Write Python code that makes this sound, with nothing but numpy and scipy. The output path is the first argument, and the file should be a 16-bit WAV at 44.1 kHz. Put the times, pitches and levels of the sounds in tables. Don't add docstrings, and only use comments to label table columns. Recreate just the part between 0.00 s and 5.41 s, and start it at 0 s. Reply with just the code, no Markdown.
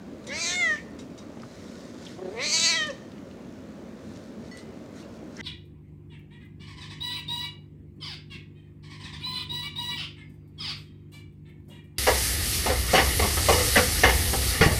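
import sys
import numpy as np
from scipy import signal
from scipy.io import wavfile
from scipy.ndimage import uniform_filter1d

SR = 44100
rng = np.random.default_rng(int(sys.argv[2]) if len(sys.argv) > 2 else 0)


def voltage_ratio(level):
    return 10 ** (np.asarray(level, float) / 20)


def generate_wav(signal):
    frames = np.transpose(np.atleast_2d(signal))
    scaled = np.clip(frames, -1, 1) * 32767
    pcm = np.round(scaled).astype(np.int16)
    wavfile.write(sys.argv[1], SR, pcm)


N = 238713


def cat_calls(near):
    # t/s, effort/dB, jaw opening [0-1], lips drawn back [0-1]
    first = [(0.269, -54, 0.66, 0.53), (0.318, -34.5, 0.37, 0.36), (.34, -35.5, .45, .85),
             (.44, -35, 0.73, 0.75), (.51, -36.5, 0.78, 0.63), (.588, -28.5, 0.43, 0.3),
             (.624, -23, 0.33, 0.07), (0.741, -25.5, 0, 1), (0.787, -63, 0.83, 0.3)]
    trill = [(2.17, -79, 0.88, 0.19), (2.27, -76, 0.52, .4), (2.346, -55, 0.12, .6),
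             (2.396, -34.5, 0.2, 0.58)]
    second = [(2.434, -32, 0.56, 0.63), (2.51, -40, 0.78, 0.88), (2.54, -32, 0.73, 0.93),
              (2.606, -39, 0.84, 0.71), (2.658, -30.5, 0.75, 0.79), (2.732, -29, 0.53, 0.76),
              (2.83, -30.5, 0.46, 0.037), (2.889, -36.5, 0.19, 0.12), (2.94, -91, 0.44, 0.04)]
    third = [(5.373, -53, 0.18, .05), (5.394, -42.5, 0.35, 0.25), (5.42, -34, .6, 0.22)]
    # t/s, weakness of every second pulse [0-1], roughness [0-1]
    folds = [
        [(.29, 0, 1), (.315, .3, .2), (.35, 1, .22), (.42, 1, .35), (.52, .9, .34), (.57, .03, .05),
         (.74, 0, .05), (.76, 0, .6)],
        [(2.33, .6, .72), (2.4, .8, .4), (2.52, .8, .6), (2.545, .9, .12), (2.6, .9, .4), (2.64, .9, .1),
         (2.74, .9, .13), (2.785, .03, .05), (2.87, 0, .08)],
        [(5.3, .9, .65)],
    ]
    steady_s = (.53, 2.76, 9)
    facing_db = (-7.5, -2.5, -17)
    nasal_db = (-3.5, 1, 1)
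    cheek_db = (-4, 1.5, -8)
    for call in zip((first, trill + second, third), folds, steady_s, facing_db, nasal_db, cheek_db):
        add(near, *meow(*call))


def meow(gestures, fold_states, steady_s, facing_db, nasal_db, cheek_db):
    # t/s, f/Hz
    pitch = [
        [(.27, 499), (.29, 506.4), (.348, 609), (.424, 683.7), (.452, 669), (.514, 712.4), (.596, 721.7),
         (.7, 623.5), (.77, 589)],
        [(2.17, 369), (2.26, 371.3), (2.31, 377.4), (2.335, 442.2), (2.375, 456.5)],
        [(2.445, 607), (2.5, 590.6), (2.535, 644.7), (2.61, 653.3), (2.65, 666.6), (2.76, 654.4), (2.834, 609),
         (2.88, 608), (2.94, 460.7)],
        [(5.377, 420), (5.42, 465)],
    ]
    # middle t/s, length/s, level/dB
    hums = [
        (.31, 0.15, -45.5),
        (2.26, 0.25, -35.5),
        (2.39, 0.16, -38),
        (2.905, 0.053, -33),
    ]
    widths_hz = (240, 432, 420, 734, 1080)
    # rides on mouth (0) or teeth (1), f/Hz, width/Hz, level/dB
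    side_cavities = [(0, 3200, 700, -13), (1, 7400, 900, -5), (1, 9200, 1400, -15), (1, 11000, 2200, -13),
                     (1, 15000, 2500, -12)]

    s, *columns = np.transpose(gestures)
    t = np.arange(s[0], s[-1], 1 / SR)
    throat_db, jaw, lips = (np.interp(t, s, c) for c in columns)
    s, *columns = np.transpose(fold_states)
    weak, rough = (np.interp(t, s, c) for c in columns)
    steady = np.clip((t - steady_s) / 0.039, 0, 1)

    from_tremor = t - 2.7
    quaver = np.exp(-(from_tremor / 0.078) ** 4) * np.cos(2 * np.pi * 15.6 * from_tremor)
    hz = np.interp(t, *np.transpose(sum(pitch, []))) + 18.2 * quaver

    nose_hz = between((1100, 2 * hz), steady)
    throat_hz = between((between((1770, 2345), lips), 3 * hz), steady)
    mouth_hz = between((between((2900, 4530), lips), 5 * hz), steady)
    teeth_hz = between((between((4540, 7230), jaw), 10 * hz), steady)

    part_db = 0.47 * (throat_db + 36)
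    low_db = 20 * np.log10(voltage_ratio(-49.5 + 1.5 * jaw + part_db) + swells(hums, t))
    nose_open_db = 5.5 * (hz - 650) / 100 * (1 - steady)
    nose_db = nasal_db - 47.5 + nose_open_db + 1.5 * steady + part_db
    mouth_db = throat_db + between((-23, 16.5), jaw) + cheek_db
    teeth_db = throat_db + between((-36, 6.5), jaw) + 11.5 * lips + steady

    folds, puffs = fold_pulses(hz, weak, rough, steady)
    levels_db = (low_db, nose_db, throat_db, mouth_db, teeth_db)
    centres_hz = (hz, nose_hz, throat_hz, mouth_hz, teeth_hz)
    cavities = list(zip(centres_hz, widths_hz, levels_db, (.45, .6, .7, 1.1, 1.2)))
    for on_teeth, f, width, db in side_cavities:
        cavities.append((f, width, levels_db[3 + int(on_teeth)] + db + on_teeth * facing_db, .75))

    out = np.zeros(len(t))
    for k, (centre_hz, width_hz, db, airy) in enumerate(cavities):
        share = np.clip(airy * rough, 0, 1)
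        band = resonate((1 - share) * folds + share * puffs, centre_hz, width_hz)
        band = resonate(band, centre_hz, 1.56 * width_hz)
        if k == 2:
            band = weak * band + 0.5 * (1 - weak) * resonate(band, centre_hz, 380)
        evenness = np.sqrt(abs(uniform_filter1d(band ** 2, size=1500)) + 1e-9)
        out += (-1) ** k * voltage_ratio(db) * band / evenness

    trilling = (t > 2) * np.clip((2.35 - t) / .03, 0, 1)
    flutter = 1 + 0.57 * trilling * np.cos(2 * np.pi * 31 * (t - 2.256))
    return t[0], out * flutter * signal.windows.tukey(len(t), .04)


def fold_pulses(hz, weak, rough, steady):
    n = len(hz)
    jitter = uniform_filter1d(uniform_filter1d(rng.standard_normal(n), size=200), size=200)
    cycle_jitter = uniform_filter1d(rng.standard_normal(n), size=70)
    jitter = evened(jitter) + 0.98 * evened(cycle_jitter)
    pairs = np.cumsum(hz * (1 + 0.0301 * rough * jitter)) / (2 * SR)
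    calm = np.clip(.55 - 2 * rough + .35 * steady, 0, 1)
    each_pulse = np.exp(-(2 * pairs % 1) / .3)
    each_pair = np.exp(-(pairs % 1) / .4)
    gate = (1 - weak) * each_pulse + weak * each_pair
    puffs = evened((0.14 + gate) * rng.standard_normal(n))
    folds = partials(pairs, 2, calm) + weak * partials(pairs, 1, 0.22 * calm)
    return folds, puffs


def partials(pairs, first, calm):
    out = 0
    for k in range(first, 49, 2):
        wander = np.interp(np.arange(len(pairs)) / 1300, np.arange(40), rng.standard_normal(40))
        uneven_db = 5 * (1 - calm) * min(k / 6, 1) * wander
        lag_rad = 0.95 * rng.standard_normal()
        out = out + voltage_ratio(uneven_db) * np.cos(2 * np.pi * k * pairs + lag_rad)
    return evened(out)


def claws_on_door(near):
    # t/s, peak/dB, scrape length/s
    pings = [
        (0.268, -28.5, 0.018),
        (0.989, -32.5, 0.028),
        (1.177, -35, 0.031),
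    ]
    # t/s, peak/dB, scrape length/s
    clangs = [
        (4.5131, -37, 0.0022),
    ]
    # f/Hz, level/dB, t60/s
    wire = [(2125, 2, 0.069), (3790, 5.5, 0.11), (4700, -13, 0.1), (5800, 7, 0.07), (7100, 10, 0.047),
            (8160, -14, .04), (8900, -2, .05), (9200, -11, 0.038), (10200, -1, 0.036)]
    # f/Hz, level/dB, t60/s
    latch = [(1970, 14, 0.35), (2060, 1, 1), (2960, -3, 0.95), (4420, 9.5, 0.28), (5400, 7, 0.12),
             (6530, 3, 0.25), (8520, 2, 0.18), (10640, -6, .1)]
    for events, modes in ((pings, wire), (clangs, latch)):
        for s, db, scrape_s in events:
            add(near, s, ring(db, scrape_s, modes))


def ring(db, scrape_s, modes):
    t = np.arange(20000) / SR
    body = np.zeros(len(t))
    for hz, mode_db, t60 in modes:
        phase = 2 * np.pi * (hz * rng.normal(1, 0.0024) * t + rng.random())
        body += voltage_ratio(mode_db - 60 * t / t60) * np.sin(phase)
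    scrape = rng.standard_normal(len(t)) * np.exp(-t / scrape_s)
    swell = 1 - np.exp(-t / (0.22 * scrape_s))
    return voltage_ratio(db) * (swell * body / abs(body).max() + 0.28 * resonate(scrape, 4800, 5000))


def paws_and_pats(near):
    # t/s, peak/dB, f/Hz, t60/s
    ticks = [(.241, -46, 3700, 0.017), (.269, -36, 7400, .03), (1.398, -42.5, 2500, 0.017),
             (1.419, -40, 5000, 0.0075), (1.432, -35, 1100, .03), (1.84, -48, 6000, .03),
             (2.05, -38, 4840, 0.063), (2.867, -33, 6610, 0.052), (3.117, -41.5, 3300, 0.012),
             (3.178, -44.5, 2490, 0.038), (3.311, -45, 2470, 0.016), (4.158, -44, 4600, .03),
             (4.571, -32.5, 8900, .022), (5.002, -43, 3500, 0.017), (5.165, -58, 5500, .02)]
    # t/s, peak/dB, f/Hz,
    # t60/s
    clucks = [(.755, -33.5, 1913, 0.044), (.775, -37.5, 2210, .14), (1.186, -41, 5200, .029),
              (2.064, -35.5, 3150, .057), (2.597, -14, 5800, .01), (2.9, -37, 5700, 0.062),
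              (4.58, -45, 4000, 0.092), (5.3663, -35, 5900, .015)]
    # t/s, peak/dB, f/Hz, t60/s
    chinks = [
        (2.895, -39, 2630, .07),
        (4.585, -50, 8400, .1),
        (4.949, -53, 6800, .12),
        (5.026, -51, 2770, .06),
    ]
    # t/s, peak/dB
    thumps = [
        (1.301, -34),
        (1.369, -30),
        (4.868, -46),
        (5.227, -36),
    ]
    for events, width in ((ticks, 0.99), (clucks, 0.27), (chinks, .07)):
        for s, db, hz, t60 in events:
            add(near, s, tick(db, hz, width * hz, t60))
    for s, db in thumps:
        add(near, s, tick(db, hz=215, width_hz=370, t60=0.036))


def tick(db, hz, width_hz, t60):
    t = np.arange(5000) / SR
    puff = rng.standard_normal(len(t)) * voltage_ratio(-60 * t / t60) * np.minimum(t / 0.0022, 1)
    puff = resonate(resonate(puff, hz, width_hz), hz, width_hz)
    return voltage_ratio(db) * puff / abs(puff).max()


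def room(x):
    taps = np.zeros(SR // 2)
    at = np.arange(200, len(taps) - 20, 20)
    near_walls = voltage_ratio(-60 * at / SR / 0.29)
    flat = voltage_ratio(-15 - 60 * at / SR / .8)
    signs = rng.choice([-1., 1.], len(at))
    taps[at + rng.integers(0, 20, len(at))] = signs * (near_walls + flat)
    return signal.fftconvolve(x, taps / np.linalg.norm(taps))[:N]


def slide():
    # f/Hz, level/dB per Hz
    fur = [(880, -43), (1500, 8.5), (1590, -15.5), (1740, 5), (2900, -6.5), (3820, 1.5), (4840, -0.5),
           (6310, -1.5), (12600, -21), (15800, -37)]
    # middle t/s, length/s, level/dB
    strokes = [(.55, 0.75, -47), (1.72, 1.0, -57.5), (2.09, 0.29, -55), (2.6, 1.0, -53), (4.15, 0.47, -64),
               (4.46, 0.18, -65.5), (4.59, 0.14, -57.5), (4.99, 0.16, -55.5), (5.16, 0.075, -67),
               (5.42, 0.25, -57.5)]
    rest_db = -65.5
    grain = uniform_filter1d(voltage_ratio(4.6 * rng.exponential(1, N)), size=90)
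    hiss = noise(fur, patchy_db=1.5)
    return (voltage_ratio(rest_db) + swells(strokes, np.arange(N) / SR)) * evened(hiss * grain)


def appliance():
    # f/Hz, level/dB
    drone = [(26, -44), (45, -29.5), (101, -1), (139, -14), (221, 0.5), (283, -5), (485, -12), (548, -10.5),
             (635, -13.5), (736, -22.5), (1090, -23), (3280, -36.5), (6840, -45.5), (15800, -59.5)]
    drone_db, buzz_db = -42, -74
    buzz_per_s, buzz_hz, buzz_width_hz = 59.9, 6500, 2200
    cycle = np.arange(N) * buzz_per_s / SR % 1
    snap = 14.0 * (np.diff(cycle, prepend=0) < 0)
    spark = snap + np.exp(-cycle / 0.016) * rng.standard_normal(N)
    buzz = resonate(resonate(spark, buzz_hz, buzz_width_hz), buzz_hz, buzz_width_hz)
    return voltage_ratio(drone_db) * noise(drone, patchy_db=1.04) + voltage_ratio(buzz_db) * evened(buzz)


def noise(spectrum, patchy_db):
    frames, hz = N // 256 + 5, np.fft.rfftfreq(1024, 1 / SR)
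    a, b, patches = rng.standard_normal((frames, 513, 3)).T
    patches = evened(uniform_filter1d(uniform_filter1d(patches, size=8, axis=0), size=12, axis=1))
    f, db = np.transpose(spectrum)
    shape_db = np.interp(np.log(hz + 1), np.log(f + 1), db)[:, None]
    bins = (a + 1j * b) * voltage_ratio(shape_db + patchy_db * patches)
    return evened(signal.istft(bins, nperseg=1024, noverlap=768)[1][:N])


def resonate(x, hz, width_hz):
    turn = np.exp(2j * np.pi * np.cumsum(hz * np.ones(len(x))) / SR)
    r = np.exp(-np.pi * width_hz / SR)
    return 2 * (turn * signal.lfilter([1 - r], [1, -r], x / turn + 1e-18)).real


def swells(rows, t):
    return sum(voltage_ratio(db) * np.cos(np.pi * np.clip((t - s) / length, -.5, .5)) ** 2 for s, length, db in rows)


def between(ends, share):
    return ends[0] + (ends[1] - ends[0]) * share


def evened(x):
    return x / np.sqrt(np.mean(x ** 2) + 1e-20)


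def add(mix, s, sound):
    part = mix[round(s * SR):][:len(sound)]
    part += sound[:len(part)]


def scene():
    near = np.zeros(N)
    cat_calls(near)
    claws_on_door(near)
    paws_and_pats(near)
    near = signal.sosfilt(signal.butter(3, 8080, fs=SR, output="sos"), near)
    wet_db = -11.5 + np.interp(np.arange(N) / SR, (1, 2), (-3, 1))
    return (near + room(near * voltage_ratio(wet_db)) + slide() + appliance())[None]


def roll_off(x):
    return signal.sosfilt(signal.butter(12, 15900, fs=SR, output="sos"), x)


def record(dry):
    port_hz, port_width_hz, hiss_db, low_cut_hz = 15000, 1600, -81.5, 61
    hiss = resonate(rng.standard_normal(N), port_hz, port_width_hz)
    hiss = evened(resonate(hiss, port_hz, port_width_hz))
    low_cut = signal.butter(4, low_cut_hz, "high", fs=SR, output="sos")
    heard = signal.sosfilt(low_cut, dry + voltage_ratio(hiss_db) * hiss)
    return roll_off(heard)


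dry = scene()
out = record(dry)
generate_wav(out)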